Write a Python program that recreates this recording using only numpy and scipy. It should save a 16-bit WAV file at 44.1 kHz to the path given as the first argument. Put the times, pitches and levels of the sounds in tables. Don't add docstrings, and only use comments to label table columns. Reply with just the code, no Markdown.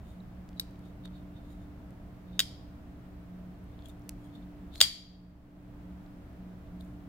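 import sys
import numpy as np
from scipy import signal
from scipy.fft import rfft, irfft
from scipy.io import wavfile
from scipy.ndimage import uniform_filter1d, minimum_filter1d

SR = 44100
rng = np.random.default_rng(int(sys.argv[2]) if len(sys.argv) > 2 else 0)


def generate_wav(signal):
    frames = np.transpose(np.atleast_2d(signal))
    scaled = np.clip(frames, -1, 1) * 32767
    pcm = np.round(scaled).astype(np.int16)
    wavfile.write(sys.argv[1], SR, pcm)


def decibels_to_gain(level_db):
    exponent = np.asarray(level_db, float) / 20
    return 10 ** exponent


N = 312228

# [f/Hz, relative density/dB]
AIR_SPECTRUM = [(9, -36.5), (15, -5.5), (59, -1.3), (138, -9), (240, -8.5), (344, -15.5), (461, -19.5),
                (653, -20), (900, -24), (1550, -29), (3000, -38), (6000, -47), (10500, -51), (13500, -47.5),
                (16000, -47.5)]
# [f/Hz, correlation]
AIR_LIKENESS = [(60, 0.941), (130, 0.91), (290, 0.81), (640, 0.36), (1410, 0.043), (3100, 0.051),
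                (6820, -0.084), (15000, 0.24)]
# [f/Hz, width of each of two resonances/Hz, rms level before panning/dB, steady share 0-1]
HUM_TONES = [(37.4, 27, -64.5, 0.2), (67.3, 10, -57, 0.6), (119.7, 27, -57.5, 0), (181.4, 8, -51.5, 0.2),
             (292.9, 1.3, -56, 0.86), (647.7, 98, -68.5, 0.01)]
# [f/Hz, t60/s]
ROOM_T60 = [(500, 0.1), (2000, 0.56), (3300, 0.6), (4700, .6), (6500, 0.5), (8500, 0.36), (12000, 0.45),
            (16000, 0)]
# [f/Hz, relative level/dB]
ROOM_COLOUR = [(500, -30), (1500, -25.5), (2500, -18.5), (3500, -18.5), (4700, -18), (6000, -19.5),
               (8500, -21.5), (12000, -27.5), (16000, -28)]
# [t of the hardest rub/s, length/s, squeak f/Hz, squeak rms level at full pressure/dB, rustle same/dB]
SLIDES = [(.086, 0.15, 3650, -69, -70), (.579, .025, 3900, -56, -70), (.86, .08, 3650, -66, -74),
          (1.054, .028, 3620, -49, -66), (1.156, .09, 3670, -62.5, -78), (1.367, .07, 3620, -65, -82),
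          (1.454, .09, 3580, -72, -80), (1.514, 0.12, 3800, -70, -71), (1.618, 0.13, 3670, -73.5, -78),
          (2.356, 0.17, 3700, -64.5, -84), (3.74, 0.15, 3520, -73.5, -85), (3.809, .12, 3450, -69, -82),
          (3.86, 0.057, 3350, -61.5, -65.5), (3.898, .04, 3630, -63, -63.5), (4.25, .14, 3300, -71.5, -73),
          (4.356, .07, 3580, -60, -74), (4.429, 0.023, 3540, -65, -85), (4.737, .04, 3650, -55.5, -76),
          (4.756, 0.044, 3900, -53, -57), (4.781, 0.054, 4170, -52.5, -60.5),
          (6.807, .02, 3798, -62, -67.5), (6.85, 0.21, 3650, -84, -76)]
# [f/Hz, width of each of two passes/Hz, relative level/dB]
SQUEAK = [(3226, 300, -5.5), (3650, 430, 5.5), (4150, 500, -5)]
# [f/Hz, width of each of two passes/Hz, relative level/dB]
RUSTLE = [(5200, 790, -7), (6850, 310, 2.5), (8300, 850, -3.5), (9400, 790, 0), (10415, 1200, -8.5),
          (12500, 600, -3), (14000, 2000, -8)]
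# [t/s, peak level before panning/dB,
# lowest f/Hz, highest f/Hz]
TICKS = [(.203, -54, 3700, 4000), (.4905, -45, 1190, 7650), (.531, -51, 1220, 3500),
         (.71, -52, 3000, 13000), (.758, -53, 1800, 4000), (.793, -53, 2500, 14000),
         (.856, -56, 3020, 14000), (1.055, -45, 1050, 1700), (1.056, -41, 1500, 12220),
         (1.907, -53, 2000, 13240), (3.642, -57, 9080, 14000), (3.791, -50, 3100, 4000),
         (3.823, -50, 3100, 4200), (3.886, -42, 7400, 14570), (3.995, -56.5, 9550, 14000),
         (4.02, -57, 4000, 7000), (4.04, -61, 6916, 13000), (4.093, -21.5, 2900, 13500),
         (4.7555, -42, 1200, 2600), (4.758, -36, 3300, 4736), (6.063, -55, 3000, 5000),
         (6.33, -59, 5000, 12900), (6.809, -46.5, 3458, 4300), (6.81, -48.5, 8487, 15540)]
# [t/s, left over right level/dB]
HAND_PAN = [(0, 1.5), (1.0, 4), (1.9, 8), (3.6, -3), (4.8, -4), (6.0, 0)]
PARTS = ("lock bar", "detent", "stop pin")
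# [t/s, push level/dB, part struck, level lost at each rebound/dB]
BLOWS = [(0.597, -24.5, "lock bar", 10.5), (0.612, -48, "lock bar", 9.5), (2.3926, -14.5, "detent", 5),
         (2.3957, -24, "detent", 9), (2.402, -16, "detent", 6), (2.41, -31, "detent", 8),
         (4.8041, -18.5, "stop pin", 12), (4.8066, -25.5, "stop pin", 7), (4.8113, -15, "stop pin", 9.5),
         (4.8127, -5, "stop pin", 8.5)]
OPENNESS = [-10, -6, 3]
# [f/Hz, width of each of two passes/Hz, level/dB]
BLADE_RING = [(4400, 1200, 8), (4800, 900, 16), (4690, 360, 26)]
# [f/Hz, t60/s, lag of the right side/rad, relative level for lock bar/dB, detent/dB, stop pin/dB]
KNIFE_MODES = [(334, 0.01, .1, -32, -22.5, -20), (601.8, 0.01188, .3, -35, -18.5, -17),
               (1170, 0.009, 0.61, -26, -19, -17), (1546, .010, .9, -15, -7, -11),
               (2000, 0.0054, 0.61, -27, -9, -10), (2600, 0.0069, 0.65, -35, -4.5, -7),
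               (3240, 0.02, 1.2, -41.5, -2, -1), (3580, .014, 1.2, -14, 0.5, -0.45),
               (3900, .013, 2.1, 3.5, -3, -2), (4150, .012, 1.6, -2, -13, -1.5),
               (4550, 0.007, 2, 2, -8, -2), (4760, .022, 2.3, -16, -9, -3), (5130, 0.0095, 1.3, -9, -5, -4),
               (6282, .012, .8, -13, -7.5, -8), (6870, .02, .8, -19, -13, -10),
               (7570, 0.0055, 1.1, -14, -11, -11), (8456, .09, 1.1, -27, -25, -18),
               (9370, .01, 1.8, -7, -13, -13), (10050, 0.012, 0.9, -14, -19.5, -16.5),
               (11310, 0.004, 1.6, -5, -13.5, -23.5), (11714, .04, 1.4, -8, -26, -33),
               (12500, .012, 2.5, -7, -15, -21), (13500, .008, 1.8, -24.5, -18, -22),
               (14400, .008, 1.4, -14.5, -19.5, -19.5), (15400, .008, 1.4, -27.5, -18.5, -25)]
# [f/Hz, left over right level/dB]
KNIFE_PAN = [(60, 7.5), (240, 9.5), (950, 7), (3770, 0), (15000, 0.5)]


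def rms_one(x):
    return x / np.sqrt(np.mean(x ** 2) + 1e-20)


def at_hz(points, hz):
    table_hz, values = np.array(points).T
    return np.interp(np.log(hz), np.log(table_hz), values)


def left_right(pan_db):
    return decibels_to_gain(np.array([[pan_db / 2], [-pan_db / 2]]))


def ring(push, hz, t60, lag):
    r, w = decibels_to_gain(-60 / (t60 * SR)), 2 * np.pi * hz / SR
    return signal.lfilter([np.cos(lag), -r * np.cos(w + lag)], [1, -2 * r * np.cos(w), r * r], push + 1e-18)


def resonance(x, hz, width_hz):
    r = np.exp(-np.pi * width_hz / SR)
    feedback = [1, -2 * r * np.cos(2 * np.pi * hz / SR), r * r]
    return signal.lfilter(np.array([1, 0, -1]) * (1 - r * r) / 2, feedback, x)


def double_resonance(x, hz, width_hz):
    return resonance(resonance(x, hz, width_hz), hz, width_hz)


def air():
    level_db = -50
    hz = np.maximum(np.fft.rfftfreq(N, 1 / SR), 1)
    mid, side = rfft(rng.standard_normal((2, N))) * decibels_to_gain(at_hz(AIR_SPECTRUM, hz))
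    alike = at_hz(AIR_LIKENESS, hz)
    pair = np.sqrt(1 + alike) * mid + np.sqrt(1 - alike) * side * [[1], [-1]]
    return decibels_to_gain(level_db) * rms_one(irfft(pair, N))


def hum():
    t, out = np.arange(N) / SR, 0
    noise = rng.standard_normal((len(HUM_TONES), N + SR))
    for (hz, width_hz, level_db, steady), white in zip(HUM_TONES, noise):
        wavering = rms_one(double_resonance(white, hz, width_hz)[SR:])
        sine = np.sqrt(2) * np.sin(2 * np.pi * hz * t)
        out = out + decibels_to_gain(level_db) * (np.sqrt(steady) * sine + np.sqrt(1 - steady) * wavering)
    return out * left_right(-1.04)


def room(x):
    first_echo_s, early_t60_s, early_db = 0.0059, 0.11, 9.5
    t, echoes = np.arange(SR * 7 // 10) / SR, 0
    edges = 350 * 2 ** (np.arange(18) / 3)
    white = rng.standard_normal((2, 2, len(t)))
    for k, (low, high) in enumerate(zip(edges, edges[1:])):
        hz = np.sqrt(low * high)
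        sos = signal.butter(2, [low, high], "band", fs=SR, output="sos")
        band = signal.sosfilt(sos, white[k % 2])
        tail = decibels_to_gain(-60 * t / at_hz(ROOM_T60, hz))
        early = decibels_to_gain(early_db - 60 * t / early_t60_s)
        echoes = echoes + decibels_to_gain(at_hz(ROOM_COLOUR, hz) - 18.5) * band * (tail + early)
    echoes = echoes * np.clip(t / first_echo_s - 1, 0, 1)
    return signal.fftconvolve(x, echoes, axes=1)[:, :N]


def slides():
    slips_per_s, slip_spread_db = 2000, 3.0
    rise_share, fade_db = .4, 15.5
    reach = SR // 4
    t = np.arange(-reach, reach) / SR
    out = np.zeros((2, N + 2 * SR))
    for s, length, squeak_hz, squeak_db, rustle_db in SLIDES:
        chance, size, sign = rng.random((3, 2, 2 * reach))
        slip_size = decibels_to_gain(-slip_spread_db * np.log(1 - size))
        slips = (chance < slips_per_s / SR) * slip_size * np.sign(sign - .5)
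        pressure_db = -fade_db * np.maximum(-t / rise_share, t / (1 - rise_share)) / length
        start = SR + round(s * SR) - reach
        squeak_tune = squeak_hz / SQUEAK[1][0]
        for top_db, body, tune in ((squeak_db, SQUEAK, squeak_tune), (rustle_db, RUSTLE, 1)):
            rung = sum(decibels_to_gain(db) * double_resonance(slips, hz * tune, width) for hz, width, db in body)
            out[:, start:start + 2 * reach] += decibels_to_gain(top_db + pressure_db) * rms_one(rung)
    return out[:, SR:SR + N]


def ticks():
    length = 400
    out, t_ms = np.zeros((2, N)), np.arange(length) * 1000 / SR
    grits = rng.standard_normal((len(TICKS), 2, length))
    for (s, peak_db, low_hz, high_hz), grit in zip(TICKS, grits):
        snap = (t_ms == 0) + decibels_to_gain(-17.0) * grit * np.exp(-t_ms / 1.2)
        sos = signal.butter(2, [low_hz, high_hz], "band", fs=SR, output="sos")
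        snap = signal.sosfilt(sos, snap)
        snap = snap / np.abs(snap).max() * decibels_to_gain(peak_db)
        start = round(s * SR)
        out[:, start:start + length] += snap * left_right(np.interp(s, *np.transpose(HAND_PAN)))
    return out


def contacts():
    rebound_s = .00104
    push = np.zeros((len(PARTS), N))
    for s, level_db, part, loss_db in BLOWS:
        for k in range(3):
            push[PARTS.index(part), round((s + k * rebound_s) * SR)] += decibels_to_gain(level_db - k * loss_db)
    return push


def bursts(push):
    blur = 309
    loudest = push >= -minimum_filter1d(-push, size=blur, axis=1)
    energy = uniform_filter1d(push ** 2, size=blur, axis=1) * blur
    joint = np.sqrt(np.abs(energy))
    return (push > 0) * loudest * joint * decibels_to_gain(np.array(OPENNESS))[:, None]


def blade_ring(far):
    return sum(decibels_to_gain(db) * double_resonance(track, hz, width)
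               for track, (hz, width, db) in zip(far, BLADE_RING))


def knife_blows(push):
    crack = decibels_to_gain(1.0) * np.diff(push.sum(axis=0), prepend=0)
    out = np.array([crack, np.roll(crack, 3)])
    for k, (hz, t60, lag, *part_db) in enumerate(KNIFE_MODES):
        drive = (-1) ** k * decibels_to_gain(np.array(part_db)) @ push
        pan = decibels_to_gain(at_hz(KNIFE_PAN, hz) / 2)
        out += [pan * ring(drive, hz, t60, -lag / 2), ring(drive, hz, t60, lag / 2) / pan]
    return out


def scene():
    push = contacts()
    hand = ticks() + slides()
    far = bursts(push)
    bare = decibels_to_gain(11.0) * far.sum(axis=0)
    to_walls = decibels_to_gain(-13) * knife_blows(far) + bare + blade_ring(far) + decibels_to_gain(-17) * hand
    return knife_blows(push) + hand + room(to_walls) + air() + hum()


def low_pass(x):
    return signal.sosfilt(signal.butter(12, 16290, fs=SR, output="sos"), x)


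def record(dry):
    threshold_db, slope = -20.5, 0.73
    hold_s, return_db_per_s, smooth_s = 0.53, 17, .07
    t = np.arange(N) / SR
    power = uniform_filter1d(np.mean(dry ** 2, axis=0), size=441)
    level_db = 10 * np.log10(power + 1e-12)
    over_db = np.maximum(level_db - threshold_db, 0) * slope
    hold = round(hold_s * SR)
    held_db = -minimum_filter1d(-over_db, size=hold, origin=(hold - 1) // 2)
    cut_db = np.maximum.accumulate(held_db + return_db_per_s * t) - return_db_per_s * t
    r = np.exp(-1 / (smooth_s * SR))
    cut_db = signal.lfilter([1 - r], [1, -r], cut_db)
    clipped = np.clip(dry * decibels_to_gain(-cut_db), -1, 1)
    top_cut = signal.cheby2(10, 50, 17000, fs=SR, output="sos")
    mix = signal.sosfilt(top_cut, clipped)
    return low_pass(mix)


dry = scene()
out = record(dry)
generate_wav(out)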